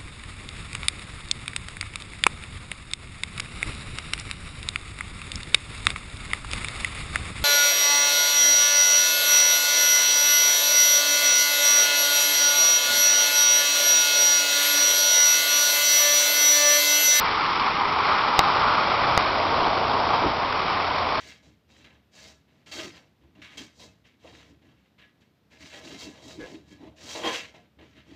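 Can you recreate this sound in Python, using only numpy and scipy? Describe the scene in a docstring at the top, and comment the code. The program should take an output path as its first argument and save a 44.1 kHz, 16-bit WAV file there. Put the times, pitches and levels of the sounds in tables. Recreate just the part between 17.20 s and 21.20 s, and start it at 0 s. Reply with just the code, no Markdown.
"""Storm wind rushes over an open field and past a small hand-held camera. From the start, gusts lift
a hollow rush near 1 kHz, with hiss above, a low roar below and a faint hum underneath.
Near 1.2 s and again near 2 s, handling strikes the camera body, whose damped modes give a sharp
click that overloads the narrow-band recorder. At 3 s comes one soft bump, and the wind blows on."""
import sys
import numpy as np
from scipy import signal
from scipy.fft import rfft, irfft
from scipy.io import wavfile
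from scipy.ndimage import map_coordinates

SR = 44100
rng = np.random.default_rng(int(sys.argv[2]) if len(sys.argv) > 2 else 0)


def wav_record(signal):
    """Record a signal, one row per channel, as 16-bit PCM in the file named by sys.argv[1]."""
    frames = np.transpose(np.atleast_2d(signal))
    bounded = np.clip(frames, -1, 1)
    # unit amplitude maps onto the largest positive 16-bit level
    quanta = np.round(bounded * 32767).astype(np.int16)
    wavfile.write(sys.argv[1], SR, quanta)


N = 176400
TIME = np.arange(N) / SR

# gusts in the hollow rush, before its trim: time_s, level_db
GUSTS = [(0, -25.5), (0.2, -24), (0.36, -25.5), (0.48, -22), (0.53, -30.5), (0.61, -21), (0.68, -26),
         (0.76, -23), (0.82, -23.5), (0.94, -20.7), (1.1, -23.5), (1.2, -21.3), (1.38, -23), (1.46, -19.5),
         (1.72, -25), (1.85, -23.5), (2.1, -25.5), (2.3, -26), (2.42, -23.5), (2.55, -25.5), (2.7, -24.0),
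         (2.82, -26), (2.98, -23), (3.12, -27), (3.45, -27.5), (3.52, -25.0), (3.68, -28.5), (3.83, -26),
         (4, -28)]
# pitch that the rush partly follows: time_s, pitch_hz
RUSH_DRIFT = [(0.0, 1070), (0.79, 993.3), (0.83, 1145), (1.21, 1008), (1.49, 1132), (2.45, 919.2),
              (3.72, 1030), (4.0, 914)]
# other wind bands, before their trims: time_s, roar_db, low_middle_db, upper_middle_db, hiss_db
BAND_LEVELS = [(0.0, -37, -37.2, -33.5, -33.5), (0.3, -38.5, -43, -34.5, -33.5),
               (0.45, -36.5, -40, -32.5, -33.3), (0.58, -38, -39.5, -34.5, -35.5),
               (0.73, -35.5, -34.9, -33.5, -35.2), (0.8, -37.5, -40.5, -34.5, -35),
               (0.88, -36.8, -33, -31.5, -31.5), (1.1, -36.5, -36, -33.5, -34.0),
               (1.3, -35, -32.5, -35.8, -32), (1.65, -35.0, -31.5, -33, -33.0),
               (1.95, -34.5, -29.5, -33, -33), (2.2, -35.5, -29.5, -36, -34.5),
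               (2.42, -32, -30, -41.1, -33.5), (2.58, -35.5, -28.5, -38.5, -35),
               (2.72, -33.5, -30.3, -42, -35.4), (2.95, -37, -30.5, -36.5, -34),
               (3.2, -38, -33.5, -37.5, -37), (3.52, -36.5, -35.3, -35.5, -35),
               (3.68, -39.5, -32, -36.5, -36.3), (4.0, -37, -32.5, -37, -35)]
# spectral shapes of the wind bands: frequency_hz, relative_density_db
RUSH_SPECTRUM = [(400, -43.5), (650, -22), (800, -3.5), (980, 0), (1130, 0.5), (1330, -3), (1520, -13.5),
                 (1750, -22), (2600, -44)]
ROAR_SPECTRUM = [(15, -9.5), (35, -4.5), (75, -2.5), (150, -1.5), (210, -1), (300, -0.05), (440, 1),
                 (560, -7.5), (1000, -24)]
LOW_MIDDLE_SPECTRUM = [(300, -26), (480, -5), (620, 0.5), (780, 0.5), (900, -13.5), (1200, -32.5)]
UPPER_MIDDLE_SPECTRUM = [(1400, -23.5), (1750, -8), (2000, -3), (2300, -1), (2520, -5.5), (2750, -19.5),
                         (3300, -28)]
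HISS_SPECTRUM = [(900, -4.5), (1450, 6.5), (1750, 0.5), (2750, -0.54), (3200, 0.5), (3700, -1.5),
                 (4300, -2.5), (4900, -3), (5400, -3), (6200, -7.5)]
# the two tones of the hum: time_s, lower_db, upper_db
HUM_LEVELS = [(0, -54.5, -57.5), (.8, -57.5, -56), (1.1, -48.5, -59), (1.9, -47, -46), (2.4, -45.5, -53),
              (2.9, -44, -45), (3.45, -48.5, -53.5), (3.7, -42, -60), (4, -41.5, -56)]
# contacts within the clicks: start_s, thud_gain_db, knock_gain_db, tick_gain_db
CONTACTS = [(1.1911, -40, -2, -6), (1.1922, -40, -10, 2.5), (1.1935, -40, -1, -9), (1.9767, -14, 2.5, -4.5)]
# modes of the camera body: pitch_hz, relative_level_db, t60_s
THUD_MODES = [(170, 0, .007)]
KNOCK_MODES = [(860, -3, .007), (1150, -3, .008), (2000, -3.5, .006)]
TICK_MODES = [(2800, -2.5, .005), (3800, -1, .0045), (4850, -4.5, .008)]
# spectral shape of the bump: frequency_hz, relative_density_db
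BUMP_SPECTRUM = [(20, -10), (75, 4.5), (150, -5), (290, 2), (480, 0.5), (650, -5), (1200, -22)]


def amp(db):
    """Amplitude ratio of a level in decibels."""
    return 10 ** (np.asarray(db) / 20)


def unit(x):
    """Normalisation to rms 1."""
    return x / np.sqrt(np.mean(x ** 2) + 1e-20)


def curve(table, column=1):
    """Linear interpolation of one column of a time table at every sample."""
    rows = np.array(table)
    return np.interp(TIME, rows[:, 0], rows[:, column])


def noise(spectrum):
    """Spectral shaping of white noise, rms 1, with skirts of 12 dB per octave."""
    hz, db = np.transpose(spectrum)
    f = np.fft.rfftfreq(N, 1 / SR) + 1
    shape = amp(np.interp(np.log(f), np.log(hz), db))
    skirts = np.minimum(f / hz[0], 1) ** 2 * np.minimum(hz[-1] / f, 1) ** 2
    return unit(irfft(rfft(rng.standard_normal(N)) * shape * skirts, N))


def wander(rate_hz):
    """Band-limited random fluctuation of rms 1, rolling off above the given rate."""
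    f = np.fft.rfftfreq(N, 1 / SR)
    shape = np.exp(-(f / rate_hz) ** 2) * f / (f + rate_hz / 10)
    return unit(irfft(rfft(rng.standard_normal(N)) * shape, N))


def hollow_rush(flutter_db, rest_hz=1050, follow_exponent=0.6, trim_db=0.16):
    """Gusts modulate the amplitude of a narrow noise band; time scaling makes its pitch drift."""
    position = np.cumsum((curve(RUSH_DRIFT) / rest_hz) ** follow_exponent)
    drifting = map_coordinates(noise(RUSH_SPECTRUM), [position], order=3, mode="wrap")
    return drifting * amp(trim_db + curve(GUSTS) + flutter_db + 0.5 * wander(70))


def wind_band(spectrum, column, trim_db):
    """Amplitude modulation: one band of air noise swells and sinks."""
    return noise(spectrum) * amp(trim_db + curve(BAND_LEVELS, column))


def wind():
    """Turbulence makes broadband noise: five bands, all but the roar sharing one flutter."""
    flutter_db = 0.7 * wander(60)
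    rush = hollow_rush(flutter_db)
    roar = wind_band(ROAR_SPECTRUM, column=1, trim_db=1) * amp(0.5 * wander(20))
    low_middle = wind_band(LOW_MIDDLE_SPECTRUM, column=2, trim_db=0.5) * amp(flutter_db)
    upper_middle = wind_band(UPPER_MIDDLE_SPECTRUM, column=3, trim_db=-0.67) * amp(flutter_db)
    hiss = wind_band(HISS_SPECTRUM, column=4, trim_db=4.5) * amp(0.98 * flutter_db + 1.4 * wander(200))
    return rush + roar + low_middle + upper_middle + hiss


def hum(pitch_hz, level_db):
    """Slow random frequency and amplitude modulation make a faint low tone waver."""
    cycles = np.cumsum(pitch_hz + 0.91 * wander(4)) / SR
    return np.sqrt(2) * np.sin(2 * np.pi * cycles) * amp(level_db + 1.2 * wander(6))


def ring(modes, start_s):
    """Free vibration: modes struck together decay exponentially, 60 dB in t60_s."""
    age_s = np.clip(TIME - start_s, 0, 1)
    return sum(amp(db - 60 * age_s / t60_s) * np.sin(2 * np.pi * hz * age_s) for hz, db, t60_s in modes)


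def handling_clicks():
    """Impulse excitation: each contact sets the well-damped modes of the camera body ringing."""
    return sum(amp(thud_db) * ring(THUD_MODES, start_s)
               + amp(knock_db) * ring(KNOCK_MODES, start_s)
               + amp(tick_db) * ring(TICK_MODES, start_s)
               for start_s, thud_db, knock_db, tick_db in CONTACTS)


def soft_bump(start_s=3.005, length_s=0.125, level_db=-25.5):
    """A dull push on the microphone is a low-frequency transient that rises quickly and fades."""
    progress = np.clip((TIME - start_s) / length_s, 0, 1)
    envelope = np.sin(np.pi * progress ** 0.65)
    return amp(level_db) * envelope * noise(BUMP_SPECTRUM)


def scene():
    """Superposition of wind, hum and handling at one microphone."""
    lower_hum = hum(pitch_hz=87.7, level_db=curve(HUM_LEVELS, column=1))
    upper_hum = hum(pitch_hz=119, level_db=curve(HUM_LEVELS, column=2))
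    return (wind() + lower_hum + upper_hum + handling_clicks() + soft_bump())[None]


def record(dry, band_edge_hz=5550, ceiling=0.72, knee=8, cutoff_hz=16000):
    """Saturation: a narrow-band recorder soft-clips the clicks; a low-pass bounds the new harmonics."""
    band_filter = signal.firwin(111, band_edge_hz, window=("kaiser", 7), fs=SR)
    narrow = signal.oaconvolve(dry, band_filter[None], "same")
    clipped = narrow / (1 + (narrow / ceiling) ** knee) ** (1 / knee)
    output_filter = signal.firwin(511, cutoff_hz, window=("kaiser", 9), fs=SR)
    return signal.oaconvolve(clipped, output_filter[None], "same")


dry = scene()
out = record(dry)
wav_record(out)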